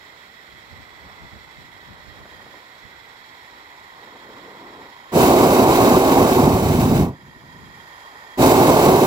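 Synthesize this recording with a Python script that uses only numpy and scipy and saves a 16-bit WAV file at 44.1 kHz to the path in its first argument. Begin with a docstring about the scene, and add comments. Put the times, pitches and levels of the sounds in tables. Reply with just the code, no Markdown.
"""A pilot flame hisses steadily, soon joined by a far road, small puffs of air and a soft rustle.
Then a hot-air balloon's propane burner fires twice, heard from the basket high over quiet fields.
Filtered noise makes every source: the burner is a hissing gas jet and a roaring, turbulent flame.
As the valve eases shut after the first blast, the flame billows deeply and dies; the second burns to the end.
The recorder turns its gain down under each blast and slowly brings it back."""
import sys
import numpy as np
from scipy import signal
from scipy.fft import rfft, irfft, next_fast_len
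from scipy.io import wavfile
from scipy.ndimage import map_coordinates

SR = 44100
rng = np.random.default_rng(int(sys.argv[2]) if len(sys.argv) > 2 else 0)


def file_out(sig):
    """Save sig as 16-bit WAV at sys.argv[1]."""
    # one column per channel
    cols = np.atleast_2d(sig).T
    # limit, then scale
    lim = np.clip(cols, -1, 1)
    pcm = np.round(lim * 32767).astype(np.int16)
    wavfile.write(sys.argv[1], SR, pcm)


N = 399546
TIME = np.arange(N) / SR
SIZE = next_fast_len(N)
HZ = np.maximum(np.fft.rfftfreq(SIZE, 1 / SR), 1)   # at least 1 Hz, so its logarithm exists


def from_db(db):
    """Turn decibels into gain."""
    return np.exp(np.asarray(db) * (np.log(10) / 20))


def in_time(rows):
    """Read each column of a time curve at every sample."""
    seconds, *columns = np.transpose(rows)
    return [np.interp(TIME, seconds, column) for column in columns]


def over_hz(rows):
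    """Read each column of a table at every frequency, along a logarithmic pitch scale."""
    hz, *columns = np.transpose(rows)
    return np.array([np.interp(np.log(HZ), np.log(hz), column) for column in columns])


def drift(rate_hz):
    """Smooth random wandering with spread 1; a higher rate wanders faster."""
    step = 20   # computed at every 20th sample, then joined by straight lines
    r = np.exp(-2 * np.pi * step * rate_hz / SR)
    noise = rng.standard_normal(N // step + 2002)
    slow = signal.lfilter([1], [1, -2 * r, r * r], noise)[2000:]   # skip the start-up
    return np.interp(np.arange(N) / step, np.arange(len(slow)), slow / slow.std())


def below(hz, order):
    """Gain that keeps what lies below a frequency; a higher order cuts more steeply."""
    return 1 / np.sqrt(1 + (HZ / hz) ** (2 * order))


def above(hz, order):
    """Gain that keeps what lies above a frequency."""
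    return np.sqrt(1 - below(hz, order) ** 2)


def resonance(hz, width_hz):
    """A peak of height 1 that falls away on both sides."""
    return 1 / (1 + (2 * (HZ - hz) / width_hz) ** 2)


def turbulence(colour, likeness, phase):
    """Coloured noise at two microphone ports, partly shared and shifted in phase; their mean has rms 1."""
    mid, side = rfft(rng.standard_normal((2, SIZE)))
    alike = np.clip(likeness, 0, 1)
    ports = np.sqrt(1 + alike) * mid + np.sqrt(1 - alike) * side * [[1], [-1]]
    shift = np.exp(.5j * phase * [[1], [-1]])
    x = irfft(ports * colour * shift, SIZE)[:, :N]
    return x / x.mean(axis=0).std()


def swell(centre_s, length_s):
    """A rounded rise and fall about one moment."""
    span = np.linspace(-2, 2, 20)
    return np.interp(TIME, centre_s + span * abs(length_s), np.exp(-span ** 2), left=0, right=0)


def spells(rows, fade_s):
    """Each spell fades in, holds its level and fades out."""
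    total = 0
    for start, end, db in rows:
        shape = np.interp(TIME, [start - fade_s, start, end, end + fade_s], [0, 1, 1, 0])
        total = total + from_db(db) * shape
    return total


# tyres on a far road, growing overall: (time [s], level before a slow waver [dB])
ROAD = [(0, -73), (1, -57), (3.1, -56.5), (5.1, -49.5), (8.35, -51.5)]


def far_road(centre_hz=1000, width_hz=400, waver_db=1.5):
    """Distance leaves only the tyres' band near a kilohertz."""
    level_db, = in_time(ROAD)
    tyres = turbulence(resonance(centre_hz, width_hz), 1.0, over_hz(PILOT_PHASE))
    return from_db(level_db + waver_db * drift(1.1)) * tyres


# spells of air moving past the microphone: (start [s], end [s], level before the lumps [dB])
BREEZES = [(0.7, 2.4, -61), (7.2, 7.7, -55)]
# the strongest single puffs: (time [s], level [dB], left minus right [dB])
PUFFS = [(0.537, -57, 2), (0.735, -54, -7), (0.8, -52, 0), (1.063, -51, 6), (1.24, -50, 4),
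         (1.355, -48, -3), (1.605, -51.5, 2), (1.91, -54, 16), (2.095, -53, -17), (2.204, -54, -4),
         (2.853, -58, -14), (7.62, -55, 13)]
# colour of the moving air: (frequency [Hz], relative level [dB per Hz])
BREEZE_COLOUR = [(25, -14), (60, 2), (100, 0.5), (170, -2), (260, -7), (400, -13), (800, -15), (3000, -65)]
CALM_DB, BREEZE_FADE_S, PUFF_S = -69, 0.19, 0.032


def breeze(lump_db=2.5, lumps_hz=22):
    """Lumps of moving air nudge the microphone, differently at each port."""
    lumps = from_db(lump_db * np.array([drift(lumps_hz), drift(lumps_hz)]))
    push = (from_db(CALM_DB) + spells(BREEZES, BREEZE_FADE_S)) * lumps
    for s, db, pan_db in PUFFS:
        push = push + from_db([[db + pan_db / 2], [db - pan_db / 2]]) * swell(s, PUFF_S)
    return push * turbulence(from_db(over_hz(BREEZE_COLOUR)), 0.12, np.zeros(1))


# spells of soft rubbing: (start [s], end [s], level before the uneven catching [dB])
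RUSTLES = [(2.2, 2.55, -54), (4.05, 4.2, -51), (4.33, 4.83, -45.5)]
# short brushes within the rustle: (time [s], level [dB])
BRUSHES = [(2.259, -42.5), (2.325, -46), (2.403, -46), (2.467, -45), (2.542, -43), (4.16, -44.5),
           (4.29, -47)]
# colour of the rubbing: (frequency [Hz], relative level [dB per Hz])
RUSTLE_COLOUR = [(40, -16), (130, -8), (260, 0.5), (420, 2.5), (650, -4), (1000, -5.5), (1600, -16),
                 (5000, -53)]
RUSTLE_FADE_S = 0.12


def rustle(catch_db=1.0, brush_s=0.0069, brush_low_hz=220, brush_top_hz=1100):
    """A dull, uneven rubbing with a few short, brighter strokes, as of a sleeve."""
    rubbing = spells(RUSTLES, RUSTLE_FADE_S) * from_db(catch_db * drift(33))
    rub = rubbing * turbulence(from_db(over_hz(RUSTLE_COLOUR)), 0.93, np.zeros(1))
    strokes = sum(from_db(db) * swell(s, brush_s) for s, db in BRUSHES)
    brush_colour = above(brush_low_hz, order=1) * below(brush_top_hz, order=3)
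    return rub + strokes * turbulence(brush_colour, .8, np.zeros(1))


def basket(share, count=10):
    """Frame, cylinders and wicker scatter the treble: faint echoes of a few ms, different at each port."""
    taps = np.zeros((2, SIZE))
    for port in taps:
        delays_s = rng.uniform(.001, .012, count)
        port[(delays_s * SR).astype(int)] = rng.choice([-1, 1], count)
    return 1 + share / np.sqrt(count) * rfft(taps) * above(2250, order=2)


# the pilot's broad rush: (frequency [Hz], relative left level [dB], relative right level [dB])
PILOT_BED = [(25, -18, -21), (90, -17, -17), (170, -18.5, -18.5), (422, -14, -13.5), (570, -17, -13.5),
             (1190, -13.5, -10), (2900, -25.5, -21.5), (4370, -26.5, -19.5), (6240, -33.5, -28),
             (8800, -36.5, -37.5), (15500, -34, -43)]


def pilot_colour(modes):
    """Resonances standing out of a broad rush, scattered by the basket."""
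    power = from_db(over_hz(PILOT_BED)) ** 2
    for hz, width_hz, left_db, right_db in modes:
        power = power + (from_db([[left_db], [right_db]]) * resonance(hz, width_hz)) ** 2
    return np.sqrt(power) * basket(share=0.38)


# resonances of the pilot's hiss, microphone facing down:
# (frequency [Hz], width [Hz], relative left level [dB], relative right level [dB])
PILOT_MODES = [(1480, 140, -12.5, -12), (1946, 230, -11.5, 1.5), (2060, 680, -16, -6),
               (3340, 400, -17, -7.5), (3910, 330, -16, -8.5), (4390, 166, -38, -11), (5295, 310, -27, -14),
               (7100, 740, -28, -23), (7700, 670, -31, -24.5), (10700, 530, -37, -39),
               (11331, 530, -30.5, -28), (13168, 926, -30, -29), (14592, 1100, -34, -27)]
# the same columns with the microphone facing the horizon
PILOT_MODES_AHEAD = [(1440, 350, -25, -26), (1875, 210, -8.5, 1.5), (2250, 200, -16, -9),
                     (3240, 70, -14, -4.5), (3670, 710, -27, -16.5), (4400, 600, -44, -29),
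                     (4970, 300, -35, -16), (7000, 900, -31, -22), (7540, 790, -43, -32),
                     (10500, 600, -35, -32), (11160, 600, -26, -28), (13150, 800, -41, -28),
                     (14550, 1000, -33, -30)]
# how alike the pilot is at the two ports: (frequency [Hz], likeness [0 to 1])
PILOT_LIKENESS = [(80, 0.98), (280, 0.97), (750, 0.31), (1050, 0.9), (1400, 0.3), (1900, 0.9), (3500, 0.21),
                  (9000, .2)]
# how far the left port leads, for the road too: (frequency [Hz], phase lead [rad])
PILOT_PHASE = [(100, 0), (800, -.7), (1000, -1.4), (1300, -2.9), (1900, -2.2), (2400, -.5), (4000, -.8),
               (7000, -2)]
TURN_STARTS_S, TURN_ENDS_S = 5.1, 5.3   # the microphone tilts up
# hiss and low rush before wavering, and the gain added to both once facing the horizon
PILOT_HISS_DB, PILOT_RUSH_DB, PILOT_AHEAD_DB = -50, -51.5, 0.8


def pilot(split_hz=1600, waver_db=0.75, sway_rad=0.23, wander=0.008):
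    """A small steady flame hisses in its tube; its colour changes as the microphone sways and turns."""
    likeness, phase = over_hz(PILOT_LIKENESS), over_hz(PILOT_PHASE)
    down, ahead = pilot_colour(PILOT_MODES), pilot_colour(PILOT_MODES_AHEAD)
    treble = above(split_hz, order=6)
    tilt = np.interp(TIME, [TURN_STARTS_S, TURN_ENDS_S], [0, 1])
    turn = tilt * np.pi / 2 + sway_rad * drift(0.55)
    hiss = np.cos(turn) * turbulence(down * treble, likeness, phase)
    hiss = hiss + np.sin(turn) * turbulence(ahead * treble, likeness, phase)
    rush = turbulence(down * below(split_hz, order=6), likeness, phase)
    # reading the hiss slightly faster or slower makes its resonances wander
    reading = np.cumsum(1 + wander * drift(0.6))
    hiss = np.array([map_coordinates(port, [reading], order=3, mode="mirror") for port in hiss])
    hiss = from_db(PILOT_HISS_DB + waver_db * drift(22)) * hiss
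    rush = from_db(PILOT_RUSH_DB + waver_db * drift(7)) * rush
    return from_db(PILOT_AHEAD_DB * tilt) * (hiss + rush)


# colour of the gas jet: (frequency [Hz], relative level [dB per Hz])
JET = [(1300, 2), (1850, -7), (2220, -6), (3000, -4), (3300, -12.5), (3810, -9.5), (5850, -11), (6600, -11),
       (7680, -7), (9100, -18), (10600, -13), (12300, -11), (15800, -9.5)]
# resonances of the burner around the jet:
# (frequency [Hz], width [Hz], left boost [dB], right boost [dB])
JET_MODES = [(1470, 180, 0.5, 2.5), (2210, 200, -5, 5), (2873, 170, -9, -7.5), (3760, 330, 2.5, 2.5),
             (7560, 260, -6.5, -0.5)]


def jet_colour():
    """Broad hiss with the burner's resonances on it, scattered by the basket."""
    peaks_db = 0
    for hz, width_hz, left_db, right_db in JET_MODES:
        peaks_db = peaks_db + np.array([[left_db], [right_db]]) * resonance(hz, width_hz)
    return from_db(over_hz(JET) + peaks_db) * basket(share=0.31)


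# how alike the burner is at the two ports: (frequency [Hz], likeness [0 to 1])
BURNER_LIKENESS = [(100, .999), (450, 0.97), (950, 1), (1300, 0.79), (2300, 0.54), (4000, 0.24),
                   (8000, 0.41), (15000, 0.12)]
# the burner's balance: (frequency [Hz], left minus right [dB])
BURNER_BALANCE = [(60, 2), (92, -2.5), (140, 0), (210, -1.5), (330, -1.0), (500, -2.5), (770, -2),
                  (1170, -2), (1790, -2.5), (2740, 0.5), (4190, -4.5), (6410, -2.5), (9810, -0.5),
                  (15000, -1.0)]
# how far the left port leads: (frequency [Hz], phase lead [rad])
BURNER_PHASE = [(60, -.15), (180, -.26), (370, -.43), (700, -.72), (1150, -1.1), (1500, -2.7), (2500, -2.5),
                (3300, -3.6), (4500, -5.9), (6200, -7.7), (7500, -9.8), (10000, -12.5), (15000, -17.5)]


def from_burner(colour):
    """Turbulence arriving from overhead, a little to the right."""
    lean = from_db(.5 * over_hz(BURNER_BALANCE) * [[1], [-1]])
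    return turbulence(colour * lean, over_hz(BURNER_LIKENESS), over_hz(BURNER_PHASE))


# each part of the burner: (base level [dB], change per dB of gas flow [dB])
BILLOW, ROAR, RASP, HISS = (-12, 0.79), (-4, 0.91), (-7.5, 1), (-21, 0.74)
# the first gas lights with a thump and the jet surges: (delay [s], width [s], boost [dB])
IGNITION, SURGE = (0.044, 0.019, 9.1), (0.097, 0.056, 3.9)
# the valve snaps open; easing lowers the flow; once it is shut the flame outlives the gas
OPEN_S, EASED_DB, GAS_DIES_S, FLAME_DIES_S = 0.15, -10, 0.125, 0.15
# a starved flame goes soft and billows: boost, fully reached at this share of the easing
SOFT_FLAME_DB, SOFT_FLAME_AT = 14, 0.77
# vapour left in the coils burns on faintly: level against the full fire, and how long it lasts
AFTERBURN_DB, AFTERBURN_S = -36, 0.93


def blast(opens, eases, shuts, level_db, extra_rasp_db):
    """Gains of billow, roar, rasp and hiss in one blast: each follows the gas by a power law, then dies."""
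    opening = from_db(level_db) * (1 - np.exp(-np.maximum(TIME - opens, 0) / OPEN_S))
    eased = np.interp(TIME, [eases, shuts], [0, 1])
    since_shut = np.maximum(TIME - shuts, 0)
    gas = np.exp(-(since_shut / GAS_DIES_S) ** 3)
    fire = np.exp(-(since_shut / FLAME_DIES_S) ** 3)
    vapour = np.sqrt(np.interp(TIME, [shuts, shuts + AFTERBURN_S], [1, 0]))
    low_fire = np.maximum(fire, from_db(AFTERBURN_DB) * vapour)
    thump_db, surge_db = (db * swell(opens + delay_s, width_s) for delay_s, width_s, db in (IGNITION, SURGE))
    soft_db = SOFT_FLAME_DB * np.minimum(eased / SOFT_FLAME_AT, 1)
    parts = [(BILLOW, low_fire, thump_db + soft_db), (ROAR, low_fire, 0),
             (RASP, fire, extra_rasp_db), (HISS, gas, surge_db)]
    gains = []
    for (db, follows), alive, extra_db in parts:
        gains.append(opening * alive * from_db(db + follows * EASED_DB * eased + extra_db))
    return np.array(gains)


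# pulls on the burner valve, the last one still fully open when the sound ends:
# (opens [s], starts to ease [s], starts to shut [s], relative level [dB], extra rasp [dB])
BLASTS = [(5.117, 6.22, 6.92, -1.5, 1.5), (8.372, 9.5, 10.2, 2, 1)]
# colour of the flame: (frequency [Hz], relative level [dB per Hz])
FLAME = [(15, -60), (25, -25), (139, -5), (197, -7.5), (262, -0.5), (312, -5.5), (366, 2), (429, -5.5),
         (477, -5), (530, -8.5), (703, -7), (949, -10), (1110, -13), (1330, -23), (1700, -39), (2210, -61),
         (3740, -120)]


def burner(billow_hz=220, eddy_hz=520, jet_hz=1400, top_hz=4000, flutter_db=1.15, billow_flutter_db=2.38,
           sputter_db=0.97, flame_share=0.24, flare_db=0.25, body_db=-4.0, top_db=3.0):
    """Large eddies billow, smaller ones roar and rasp, and the jet that feeds them hisses."""
    billowing, roaring, rasping, hissing = sum(blast(*row) for row in BLASTS)
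    flame = from_db(over_hz(FLAME))
    jet = jet_colour() * above(jet_hz, order=8)
    flutter = drift(25)   # the whole flame flutters together
    flicker = from_db(flutter_db * flutter)
    billow = from_burner(flame * below(billow_hz, order=6))
    billow = billowing * from_db(billow_flutter_db * flutter) * billow
    roar_band = above(billow_hz, order=6) * below(eddy_hz, order=6)
    roar = roaring * flicker * from_burner(flame * roar_band)
    rasp_band = above(eddy_hz, order=6) * below(jet_hz, order=8)
    rasp = rasping * flicker * from_burner(flame * rasp_band)
    sputter = sputter_db * drift(42)
    # the lower hiss partly follows the flame
    share = np.clip(flame_share, 0, 1)
    body_gain = hissing ** (1 - share) * rasping ** share
    body_gain = body_gain * from_db(body_db + sputter + flare_db * drift(37))
    body = body_gain * from_burner(jet * below(top_hz, order=4))
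    top = hissing * from_db(top_db + sputter) * from_burner(jet * above(top_hz, order=4))
    return billow + roar + rasp + body + top


def scene():
    """Open air: only the basket reflects."""
    return far_road() + breeze() + rustle() + pilot() + burner()


# the recorder's gain control; the slope is dB of cut per dB above the threshold
GAIN_THRESHOLD_DB, GAIN_SLOPE, GAIN_ATTACK_S, GAIN_RELEASE_DB_PER_S = -11.5, 0.85, 0.008, 8


def gain_control(x, window_s=0.0086):
    """Loud sound pulls the gain down quickly; it creeps back at a steady rate."""
    window = window_s * SR
    power = signal.lfilter([1], [1, -np.exp(-1 / window)], np.mean(x ** 2, axis=0)) / window
    excess_db = GAIN_SLOPE * np.maximum(10 * np.log10(power + 1e-12) - GAIN_THRESHOLD_DB, 0)
    # hold the largest cut so far, less what has been recovered since
    recovery_db = GAIN_RELEASE_DB_PER_S * TIME
    held_db = np.maximum.accumulate(excess_db + recovery_db) - recovery_db
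    r = np.exp(-1 / (GAIN_ATTACK_S * SR))
    cut_db = signal.lfilter([1 - r], [1, -r], held_db)
    return x * from_db(-cut_db)


def record(dry, bass_cut_hz=33, top_cut_hz=15800):
    """The gain ducks under the blasts, the highest peaks are rounded, the deepest bass and top are cut."""
    ducked = gain_control(dry)
    rounded = ducked / (1 + (ducked / .95) ** 4) ** .25   # peaks stay below 0.95 before the cuts
    kept = above(bass_cut_hz, order=3) * below(top_cut_hz, order=160)
    return irfft(rfft(rounded, SIZE) * kept, SIZE)[:, :N]


dry = scene()
out = record(dry)
file_out(out)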